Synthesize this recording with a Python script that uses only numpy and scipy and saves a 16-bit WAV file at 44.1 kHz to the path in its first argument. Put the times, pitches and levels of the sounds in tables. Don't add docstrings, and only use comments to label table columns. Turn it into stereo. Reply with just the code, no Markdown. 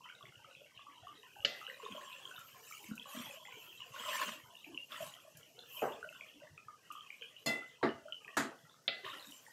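import sys
import numpy as np
from scipy import signal
from scipy.fft import rfft, irfft
from scipy.io import wavfile
from scipy.ndimage import uniform_filter1d

SR = 44100
rng = np.random.default_rng(int(sys.argv[2]) if len(sys.argv) > 2 else 0)


def dump(signal):
    limited = np.clip(np.atleast_2d(signal).T, -1, 1)
    pcm = np.round(limited * 32767).astype(np.int16)
    wavfile.write(sys.argv[1], SR, pcm)


N = 419832
T = np.arange(N) / SR


def undb(db):
    return 10 ** (np.asarray(db) / 20)


def unit(x):
    return x / np.sqrt(np.mean(x ** 2))


def sides(left_minus_right_db):
    ratio = undb(left_minus_right_db)
    return np.array([2 * ratio / (1 + ratio), 2 / (1 + ratio)])[:, None]


def add(out, x, start_s):
    i = int(start_s * SR)
    out[:, i:i + x.shape[1]] += x[:, :N - i]


def colour(x, spectrum):
    hz, db = np.transpose(spectrum)
    freq_hz = np.fft.rfftfreq(x.shape[-1], 1 / SR) + 1
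    gain = undb(np.interp(np.log(freq_hz), np.log(hz), db))
    return unit(irfft(rfft(x) * gain, x.shape[-1]))


def band(x, hz, width_hz):
    edges_hz = [max(hz - width_hz / 2, 20), min(hz + width_hz / 2, 20000)]
    return signal.sosfilt(signal.butter(3, edges_hz, "band", fs=SR, output="sos"), x)


def walk(rate_hz):
    k = int(SR / rate_hz)
    steps = np.repeat(rng.standard_normal(N // k + 1), k)
    return uniform_filter1d(uniform_filter1d(steps, k), k)[:N]


def patchy(x, spread_db, width_hz, length_s):
    z = signal.stft(x, nperseg=512)[2]
    field = rng.standard_normal(z.shape)
    for _ in range(2):
        field = uniform_filter1d(field, max(int(width_hz * 512 / SR), 1), axis=1)
        field = uniform_filter1d(field, max(int(length_s * SR / 256), 1), axis=2)
    gain = undb(spread_db * np.clip(unit(field), -3, 1.8))
    return unit(signal.istft(z * gain, nperseg=512)[1][:, :N])


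def crackle(rate_hz, spread_db, smooth_gain):
    hit = rng.random((2, N)) < rate_hz / SR
    size = undb(spread_db * np.minimum(rng.exponential(size=(2, N)), 4))
    noise = rng.standard_normal((2, N))
    return unit(hit * size * np.sign(noise)) + smooth_gain * noise


POP_CYCLES, POP_MIN_S, POP_MAX_S = 8.9, 0.0038, 0.0237
TAIL_S = 0.059
TRAIL_CYCLES = 19


def pop(hz, tail_db):
    length_s = np.clip(POP_CYCLES / hz, POP_MIN_S, POP_MAX_S)
    t = np.arange(7000) / SR
    turn = np.exp(2j * np.pi * hz * t)
    ping = (2 * t / length_s) ** 4 * np.exp(4 - 8 * t / length_s) * turn.imag

    ms = np.arange(320) / 2
    noise = rng.standard_normal((3, len(ms))) + 1j * rng.standard_normal((3, len(ms)))
    pair = noise[1:] + min(500 / hz, 4) ** 2 * noise[0]
    memory_s = min(TRAIL_CYCLES * rng.uniform(.6, 1.6) / hz, POP_MAX_S)
    window = np.hanning(memory_s * 2000 + 2)
    level = undb(3.74 * unit(uniform_filter1d(rng.standard_normal(len(ms)), size=12)))
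    trail = []
    for side in pair:
        wander = np.convolve(side, window, "same") * level
        trail.append((np.interp(t * 1000, ms, wander) * turn).real)
    fade = np.exp(-(t / TAIL_S) ** 2) * (1 - np.exp(-(t / length_s) ** 2))
    return ping + undb(tail_db) * unit(np.array(trail)) * fade


# start_s, pitch_hz, ping_level_db
BUBBLES = [(0.005, 1008, -51.5), (0.053, 986, -50.5), (0.06, 1920, -53), (0.088, 2240, -49),
           (0.098, 1500, -43.5), (0.15, 3730, -50), (0.207, 1133, -49.5), (0.226, 3380, -47.5),
           (0.254, 2105, -45.5), (0.226, 140, -67.5), (0.322, 1420, -54.5), (0.356, 2920, -49.5),
           (0.444, 1280, -48.5), (0.51, 2770, -50), (0.55, 2590, -44), (0.605, 586, -57),
           (0.708, 2000, -61), (0.775, 2776, -42.5), (0.791, 1140, -50.5), (0.866, 1140, -47),
           (1.03, 715, -51.5), (1.068, 1180, -42.5), (1.081, 2940, -49), (1.23, 2850, -48.5),
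           (1.232, 1880, -57), (1.234, 1010, -55), (1.356, 1560, -53.5), (1.362, 823, -49),
           (1.404, 2860, -42), (1.49, 557, -51.5), (1.547, 1886, -43), (1.613, 1287, -43.5),
           (1.666, 2930, -34), (1.677, 1546, -44), (1.679, 507, -52), (1.698, 1903, -37),
           (1.798, 1050, -44.5), (1.829, 452, -45), (1.851, 3620, -44), (1.86, 1062, -40.5),
           (1.897, 224.5, -51), (1.916, 2560, -44.5), (1.922, 3170, -38.5), (1.946, 595, -42.5),
           (1.978, 1058, -41.5), (2.012, 1770, -46.5), (2.051, 1068, -48), (2.096, 1048, -51),
           (2.127, 2704, -41), (2.129, 3400, -46), (2.151, 1760, -57), (2.162, 2690, -43),
           (2.253, 3170, -36), (2.255, 1044, -51), (2.544, 1050, -54), (2.311, 1474, -42),
           (2.362, 3640, -44.5), (2.379, 1373, -42.5), (2.709, 1274, -45.5), (2.723, 2290, -41.5),
           (2.749, 2860, -43.5), (2.841, 2240, -46.5), (2.883, 227.7, -44.5), (2.91, 1440, -47.5),
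           (2.949, 217, -53.5), (2.974, 1466, -52.5), (2.978, 2640, -38.5), (2.996, 3245, -38),
           (3.055, 1115, -45.5), (3.055, 577, -55), (3.134, 1075, -47), (3.142, 237.7, -46.5),
           (3.145, 628, -49), (3.165, 1650, -47), (3.187, 3420, -42), (3.194, 229, -54), (3.221, 1250, -55),
           (3.262, 1963, -51.5), (3.265, 830, -50.5), (3.292, 556, -51), (3.397, 1010, -56),
           (3.452, 2040, -44), (3.482, 1030, -47), (3.523, 2310, -43.5), (3.525, 2870, -50),
           (3.665, 2940, -48), (3.8, 1053, -52), (3.804, 2860, -39.5), (3.941, 1056, -44.5),
           (3.961, 1460, -41.5), (3.998, 1040, -44), (4.035, 1270, -41.5), (4.05, 611, -48),
           (4.06, 1064, -40.5), (4.08, 603, -43), (4.088, 3200, -37), (4.13, 1800, -31), (4.14, 1044, -39),
           (4.165, 1780, -37), (4.178, 2300, -36), (4.215, 1740, -37), (4.365, 1840, -60),
           (4.257, 214, -53.5), (4.445, 1000, -59), (4.5, 1000, -55), (4.738, 1000, -59),
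           (4.552, 2820, -45.5), (4.643, 2420, -44), (4.646, 2740, -45), (4.665, 318, -52.5),
           (4.71, 291.5, -52), (4.745, 2915, -42), (4.775, 2790, -29.5), (4.919, 3420, -37.5),
           (4.943, 1350, -42), (4.956, 1920, -45), (4.961, 2940, -43.5), (4.976, 1010, -47.5),
           (4.998, 162, -56.5), (5.002, 628, -38), (5.027, 3100, -41), (5.138, 3100, -43),
           (5.17, 1335, -53.5), (5.246, 622, -54), (5.35, 3100, -58.5), (5.43, 3000, -50),
           (5.577, 488, -58.5), (5.768, 606, -60), (5.589, 4040, -47), (5.591, 3530, -43.5),
           (5.983, 454, -51.5), (6.027, 1453, -37), (6.044, 613, -47), (6.089, 2690, -39.5),
           (6.125, 1450, -49), (6.148, 1460, -49), (6.209, 2380, -37.5), (6.209, 600, -55.5),
           (6.251, 1246, -60), (6.315, 2970, -53), (6.339, 293, -58.5), (6.416, 601, -51.5),
           (6.4, 2740, -52), (6.43, 1930, -57), (6.469, 1760, -54), (6.475, 1940, -55), (6.494, 115, -66.5),
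           (6.577, 2510, -43.5), (6.577, 1295, -53), (6.682, 1228, -42.5), (6.902, 1213, -41),
           (6.914, 2780, -44.5), (6.951, 1178, -42.5), (6.968, 1235, -45), (7.007, 3150, -42.5),
           (7.103, 2290, -38), (7.21, 487, -53.5), (7.211, 3020, -46), (7.22, 3060, -38),
           (7.222, 1602, -52), (7.224, 2480, -39), (7.254, 2470, -64), (7.364, 2950, -45.5),
           (7.62, 1360, -47), (7.691, 3500, -57), (7.755, 2640, -56.5), (7.811, 1010, -52),
           (7.89, 2930, -42), (7.987, 1430, -60), (7.989, 610, -64), (8.051, 615, -47.5),
           (8.082, 1395, -45.5), (8.123, 3000, -30.5), (8.246, 2500, -43), (8.278, 1860, -43.5),
           (8.279, 2600, -43.5), (8.53, 1460, -54), (8.58, 1910, -62), (8.589, 3370, -59),
           (8.65, 1375, -59), (8.695, 3500, -54.5), (8.74, 1280, -57), (9.031, 385, -53.5),
           (9.045, 1850, -39), (9.048, 2890, -43), (9.052, 3620, -43), (9.1, 3680, -41), (9.15, 1940, -47),
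           (9.225, 3780, -45), (9.27, 3770, -47.5), (9.062, 1168, -43.5), (9.13, 1353, -46),
           (9.196, 4100, -44.5), (9.264, 262, -58), (9.321, 2970, -44.5), (9.464, 1870, -48.5)]
# pitch_hz, left_minus_right_db
BUBBLE_SIDES = [(250, 2.5), (600, -1), (1050, 20), (1300, 8), (1550, 4), (2000, -20.5), (2300, -13),
                (2600, 6.5), (3100, 14.5), (3800, 35)]
TRAIL_DB, TRAIL_DB_PER_OCTAVE, TRAIL_DB_PER_DB = -7.5, -4.5, -0.0944


def bubbles():
    out = np.zeros((2, N))
    side_hz, side_db = np.transpose(BUBBLE_SIDES)
    for start_s, hz, level_db in BUBBLES:
        tail_db = TRAIL_DB + TRAIL_DB_PER_OCTAVE * np.log2(hz / 1000) + TRAIL_DB_PER_DB * (level_db + 45)
        gains = undb(level_db) * sides(np.interp(np.log(hz), np.log(side_hz), side_db))
        add(out, gains * pop(hz, tail_db), start_s)
    return out


def small_pops(count, centre_hz, octaves, db, spread_db, tail_db, side_db):
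    out = np.zeros((2, N))
    starts_s = rng.uniform(0, T[-1], count)
    for start_s, (pitch, size, place) in zip(starts_s, rng.standard_normal((count, 3))):
        gains = undb(db + spread_db * np.clip(size, -2, 1.5)) * sides(side_db + 2.9 * place)
        hz = centre_hz * 2 ** (octaves * np.clip(pitch, -2, 1.8))
        add(out, gains * pop(hz, tail_db), start_s)
    return out


def middle_bubbles(fine_gain):
    wide = small_pops(count=520, centre_hz=1159.0, octaves=0.97, db=-66, spread_db=4.0, tail_db=0.0,
                      side_db=-1.5)
    narrow = small_pops(count=260, centre_hz=2046.0, octaves=0.29, db=-70.5, spread_db=5.5, tail_db=-3.0,
                        side_db=-8.5)
    return (wide + narrow) * (fine_gain / undb(-55.0)) ** 0.34


def deep_bubbles():
    return small_pops(count=60, centre_hz=122.0, octaves=0.21, db=-70.0, spread_db=8.5, tail_db=-10.5,
                      side_db=-6.0)


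# time_s, fine_simmer_db, sizzle_db
RESTING_POT = [(0.0, -50.5, -77), (0.2, -67, -75), (0.8, -62.5, -79), (1.35, -66, -70), (1.6, -56, -65.5),
               (2.2, -57, -83), (2.55, -65.5, -70), (3.7, -56.5, -69.5), (4.6, -62.5, -69.5),
               (5.2, -70, -71.5), (6.15, -56.5, -69.5), (6.581, -79, -82.5), (7.1, -86, -72),
               (7.95, -85, -84), (8.3, -56.5, -72.5), (8.851, -91, -78.5), (9.35, -72, -75),
               (9.52, -73, -98)]
# peak_s, rise_s, fall_s, drag_db, fine_simmer_db, sizzle_db, added_sizzle_top_db
STIR_STROKES = [(1.65, 0.069, 0.36, -64, -86, -98, -82), (2.08, 0.29, 0.68, -66.5, -96, -64.5, -67),
                (2.41, 0.051, 0.44, -78, -65, -103, -59), (2.76, 0.11, 0.12, -79, -67, -56.5, -57),
                (3.154, 0.071, 0.18, -54.5, -51.5, -54.5, -83), (3.65, 0.13, 0.17, -68.5, -62, -73, -55.5),
                (4.165, 0.16, 0.14, -42, -43.5, -47.5, -48), (4.93, 0.026, .19, -50.5, -58, -63.5, -75),
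                (5.05, 0.069, 0.063, -85, -62, -56, -69), (5.78, 0.085, 0.12, -65, -51, -59.5, -47),
                (6.97, 0.12, 0.82, -74.5, -62.5, -80, -81), (9.055, 0.012, 0.13, -52.5, -51, -87, -71),
                (9.28, 0.19, 0.28, -67, -79, -59.5, -64)]


def stirring():
    time_s, *rest_db = np.transpose(RESTING_POT)
    rest = [undb(np.interp(T, time_s, db)) for db in rest_db]
    gains = np.array([0 * T] + rest + [0 * T])
    for peak_s, rise_s, fall_s, *levels_db in STIR_STROKES:
        width_s = np.where(T < peak_s, rise_s, fall_s)
        gains = gains + undb(levels_db)[:, None] * np.exp(-((T - peak_s) / width_s) ** 2)
    return gains


def fine_simmer(gain):
    swarm = small_pops(count=1000, centre_hz=2907, octaves=0.11, db=0, spread_db=5.5, tail_db=-2.0,
                       side_db=13.0)
    return unit(swarm) * gain


# freq_hz, relative_density_db
SIZZLE_SPECTRUM = [(2350, -60), (4000, -7), (5700, -0.5), (6070, 2), (7310, 4.5), (8020, -1), (11400, -2.5),
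                   (12500, 7), (14000, -12.5), (15400, -9.5)]
AIR_HZ = 11000


def sizzle(gain, air_gain):
    bright = patchy(colour(crackle(2700, 3.7, 1.17), SIZZLE_SPECTRUM), 8, 220, 0.03) * sides(12.0)
    top = signal.sosfilt(signal.butter(4, AIR_HZ, "high", fs=SR, output="sos"), bright)
    return bright * gain + top * air_gain


# freq_hz, relative_density_db
BURNER_SPECTRUM = [(18, -60), (30, -36), (121, 2), (384, -4), (512, 0.5), (2120, -19.5), (2900, -12),
                   (3980, -10), (5740, -5), (12600, -20), (16000, -23)]
BURNER_DB = -68


def burner():
    noise = colour(rng.standard_normal((3, N)), BURNER_SPECTRUM)
    low = signal.butter(1, 700, fs=SR, output="sos")
    pair = signal.sosfilt(low, noise[0]) + noise[1:] - .8 * signal.sosfilt(low, noise[1:])
    return patchy(pair, 1.5, 200, .04) * undb(BURNER_DB + 1.2 * walk(3)) * sides(2.5)


# centre_hz, width_hz
NOISE_BANDS = [(300, 167), (640, 510), (1500, 670), (3300, 2700), (6300, 3760), (12000, 3400)]
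MODE_HZ = [145, 229, 293, 670, 1400, 1556, 1986, 2024, 2681, 2735, 3440, 3499, 4237, 4303, 4964, 5136, 6850,
           7752, 8882]
# level_db, t60_s (before gravy damping), is_bottom (else wall)
MODE_RINGS = [(-1.5, 0.3, True), (4.5, 0.28, True), (2, 0.3, True), (1.5, 0.42, True), (-10, 0.4, False),
              (-6, 0.105, True), (-17.5, 1, False), (1.5, 0.58, False), (-7, 0.36, False),
              (-10, 0.43, False), (-17, 0.35, False), (-6, 0.39, False), (-12, 0.23, False),
              (-1, 0.089, False), (-8.5, 0.18, False), (-12, .2, False), (-6.5, 0.15, False),
              (-11.5, 0.13, False), (-16.5, 0.17, False)]
WALL_HZ = 2024
KITCHEN_T60_S, KITCHEN_CUT_S = 0.7, 0.21
RING_RISE_S, DAMPED_S = 0.019, .29


def knock(bands_db, rise_s, rattle_s, ring_db, low_db, overtone_db_per_octave):
    t = np.arange(SR // 2) / SR
    noise = patchy(rng.standard_normal((3, len(t))), 6.0, 130, .07)[:, :len(t)]
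    kitchen = np.exp(-np.log(1000) * t / KITCHEN_T60_S - (t / KITCHEN_CUT_S) ** 4)
    rattle = .5 + np.exp(-(t / max(rattle_s, 1e-3)) ** 2)
    hold = np.minimum(t / rise_s, 1) * kitchen * rattle
    body = 0
    for (hz, width_hz), band_db in zip(NOISE_BANDS, bands_db):
        pair = noise[1:] + 900 / hz * noise[0]
        body = body + undb(band_db) * unit(band(pair, hz, width_hz)) * np.exp(-t * hz / 900)

    ring = 0
    for hz, (mode_db, t60_s, bottom) in zip(MODE_HZ, MODE_RINGS):
        wobble = unit(uniform_filter1d(rng.standard_normal((2, len(t))), 400))
        flutter = 1 + (.9 if bottom else .7) * np.tanh(wobble)
        wall_db = ring_db + overtone_db_per_octave * abs(np.log2(hz / WALL_HZ))
        size = undb(mode_db + (low_db if bottom else wall_db))
        phase = rng.uniform(0, min(hz / 700, 2.5), (2, 1))
        tone = np.sin(2 * np.pi * hz * t + phase)
        rise = 1 - np.exp(-t / RING_RISE_S * (4 if bottom else max(hz / WALL_HZ, 1) ** 2))
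        ring = ring + size * flutter * rise * np.exp(-np.log(1000) * t / t60_s) * tone
    return hold * body + np.exp(-(t / DAMPED_S) ** 4) * ring


# start_s, level_db, crack_hz, crack_db, crack_fall_s, wall_ring_db,
# bottom_ring_db, wood_db, left_minus_right_db, lowpass_hz
EDGE_TAPS = [(1.448, -34.5, 2940, 20.5, 0.0033, -9, -24, 1, 1.5, 7670),
             (8.879, -35, 3570, 23.5, 0.0014, -6, -26, 0, 0.5, 4620)]
EDGE_BANDS_DB = [-26.5, -8.5, -7.5, 2, -44, -65]
# freq_hz, level_db
WOOD_NOTES = [(562, -2.5), (1750, -5.5)]
# low_hz, high_hz
HOLLOW_HZ = [760, 1300]
TAP_RISE_S, TAP_RATTLE_S, TAP_OVERTONE_DB_PER_OCTAVE = 0.00061, 0.0092, 1.5
WOOD_S = 0.013


def edge_taps():
    out, t = np.zeros((2, N)), np.arange(SR // 2) / SR
    for start_s, db, crack_hz, crack_db, fall_s, ring_db, low_db, wood_db, side_db, top_hz in EDGE_TAPS:
        crack_shape = (1 - np.exp(-(t / TAP_RISE_S) ** 2)) * np.exp(-t / fall_s)
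        tap = undb(crack_db) * crack_shape * np.sin(2 * np.pi * crack_hz * t)
        for hz, note_db in WOOD_NOTES:
            fall = np.exp(-t / WOOD_S * hz / WOOD_NOTES[0][0])
            tap = tap + undb(wood_db + note_db) * fall * np.sin(2 * np.pi * hz * t)
        tap = tap + knock(EDGE_BANDS_DB, TAP_RISE_S, TAP_RATTLE_S, ring_db, low_db, TAP_OVERTONE_DB_PER_OCTAVE)
        dull = signal.butter(8, top_hz, fs=SR, output="sos")
        hollow = signal.butter(2, HOLLOW_HZ, "bandstop", fs=SR, output="sos")
        add(out, undb(db) * sides(side_db) * signal.sosfilt(np.vstack([dull, hollow]), tap), start_s)
    return out


# freq_hz, relative_density_db
DRAG_SPECTRUM = [(90, -57), (230, -5.5), (380, -20.5), (610, 5), (770, -22), (1050, 10), (1300, 0),
                 (1900, -2), (3000, -3), (4500, -10.5), (7000, -24)]


def drags(gain):
    ticks = crackle(1800, 4.5, 0.95)
    shared = ticks + 0.7 * ticks[::-1]
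    ticks = patchy(colour(shared, DRAG_SPECTRUM), 5, 200, 0.028)
    return gain * undb(4.2 * walk(60)) * ticks * sides(0.97)


# start_s, level_db
SPITTING_DROPS = [(2.224, -67), (2.391, -60), (2.9542, -57.5), (4.059, -58), (5.371, -55.5), (6.922, -58),
                  (9.309, -58)]
SPIT_CLICK_S, SPIT_HISS_S, SPIT_HISS_DB = 0.0025, 0.024, 0.5


def spits():
    out, t = np.zeros((2, N)), np.arange(SR // 5) / SR
    shape = np.exp(-t / SPIT_CLICK_S) + undb(SPIT_HISS_DB) * np.exp(-t / SPIT_HISS_S)
    for start_s, db in SPITTING_DROPS:
        noise = colour(rng.standard_normal((2, len(t))), SIZZLE_SPECTRUM)
        add(out, undb(db) * shape * noise * sides(3.0), start_s)
    return out


# start_s, level_db, thud_db, clack_db, dull_above_hz, rattle_s,
# wall_ring_db, bottom_ring_db, left_minus_right_db
FLAT_BLOWS = [(5.819, -35.5, -18, -11, 1420, 0.094, -45, -11, 0),
              (7.46, -45.5, -5, -13, 10500, 0.36, 14.5, 2.5, 1.5),
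              (7.828, -39, -4, -1.5, 2770, 0.064, -17, -1, 0.5),
              (8.368, -39, -3, 0.5, 8900, 0.09, -28, -4, 1.5)]
FLAT_BANDS_DB = [4.5, 1.5, 4.5, -2.5, -2, -1]
BLOW_RISE_S, BLOW_OVERTONE_DB_PER_OCTAVE, BLOW_DULL_DB_PER_OCTAVE = 0.001, -1, -24


def flat_blows():
    out, hz = np.zeros((2, N)), np.array(NOISE_BANDS)[:, 0]
    for start_s, db, thud_db, clack_db, dull_hz, rattle_s, ring_db, low_db, side_db in FLAT_BLOWS:
        dull_db = BLOW_DULL_DB_PER_OCTAVE * np.maximum(np.log2(hz / dull_hz), 0)
        bands_db = FLAT_BANDS_DB + dull_db + np.array([thud_db, 0, clack_db, 0, 0, 0])
        blow = knock(bands_db, BLOW_RISE_S, rattle_s, ring_db, low_db, BLOW_OVERTONE_DB_PER_OCTAVE)
        add(out, undb(db) * sides(side_db) * blow, start_s)
    return out


def scene():
    drag_gain, fine_gain, sizzle_gain, air_gain = stirring()
    pot = bubbles() + middle_bubbles(fine_gain) + deep_bubbles() + fine_simmer(fine_gain)
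    heat = sizzle(sizzle_gain, air_gain) + burner() + spits()
    spatula = edge_taps() + drags(drag_gain) + flat_blows()
    return pot + heat + spatula


TOP_HZ = 15500


def record(dry):
    dry = signal.sosfilt(signal.butter(2, 50, "high", fs=SR, output="sos"), dry)
    return signal.sosfilt(signal.ellip(8, .2, 60, TOP_HZ, fs=SR, output="sos"), dry)


dry = scene()
out = record(dry)
dump(out)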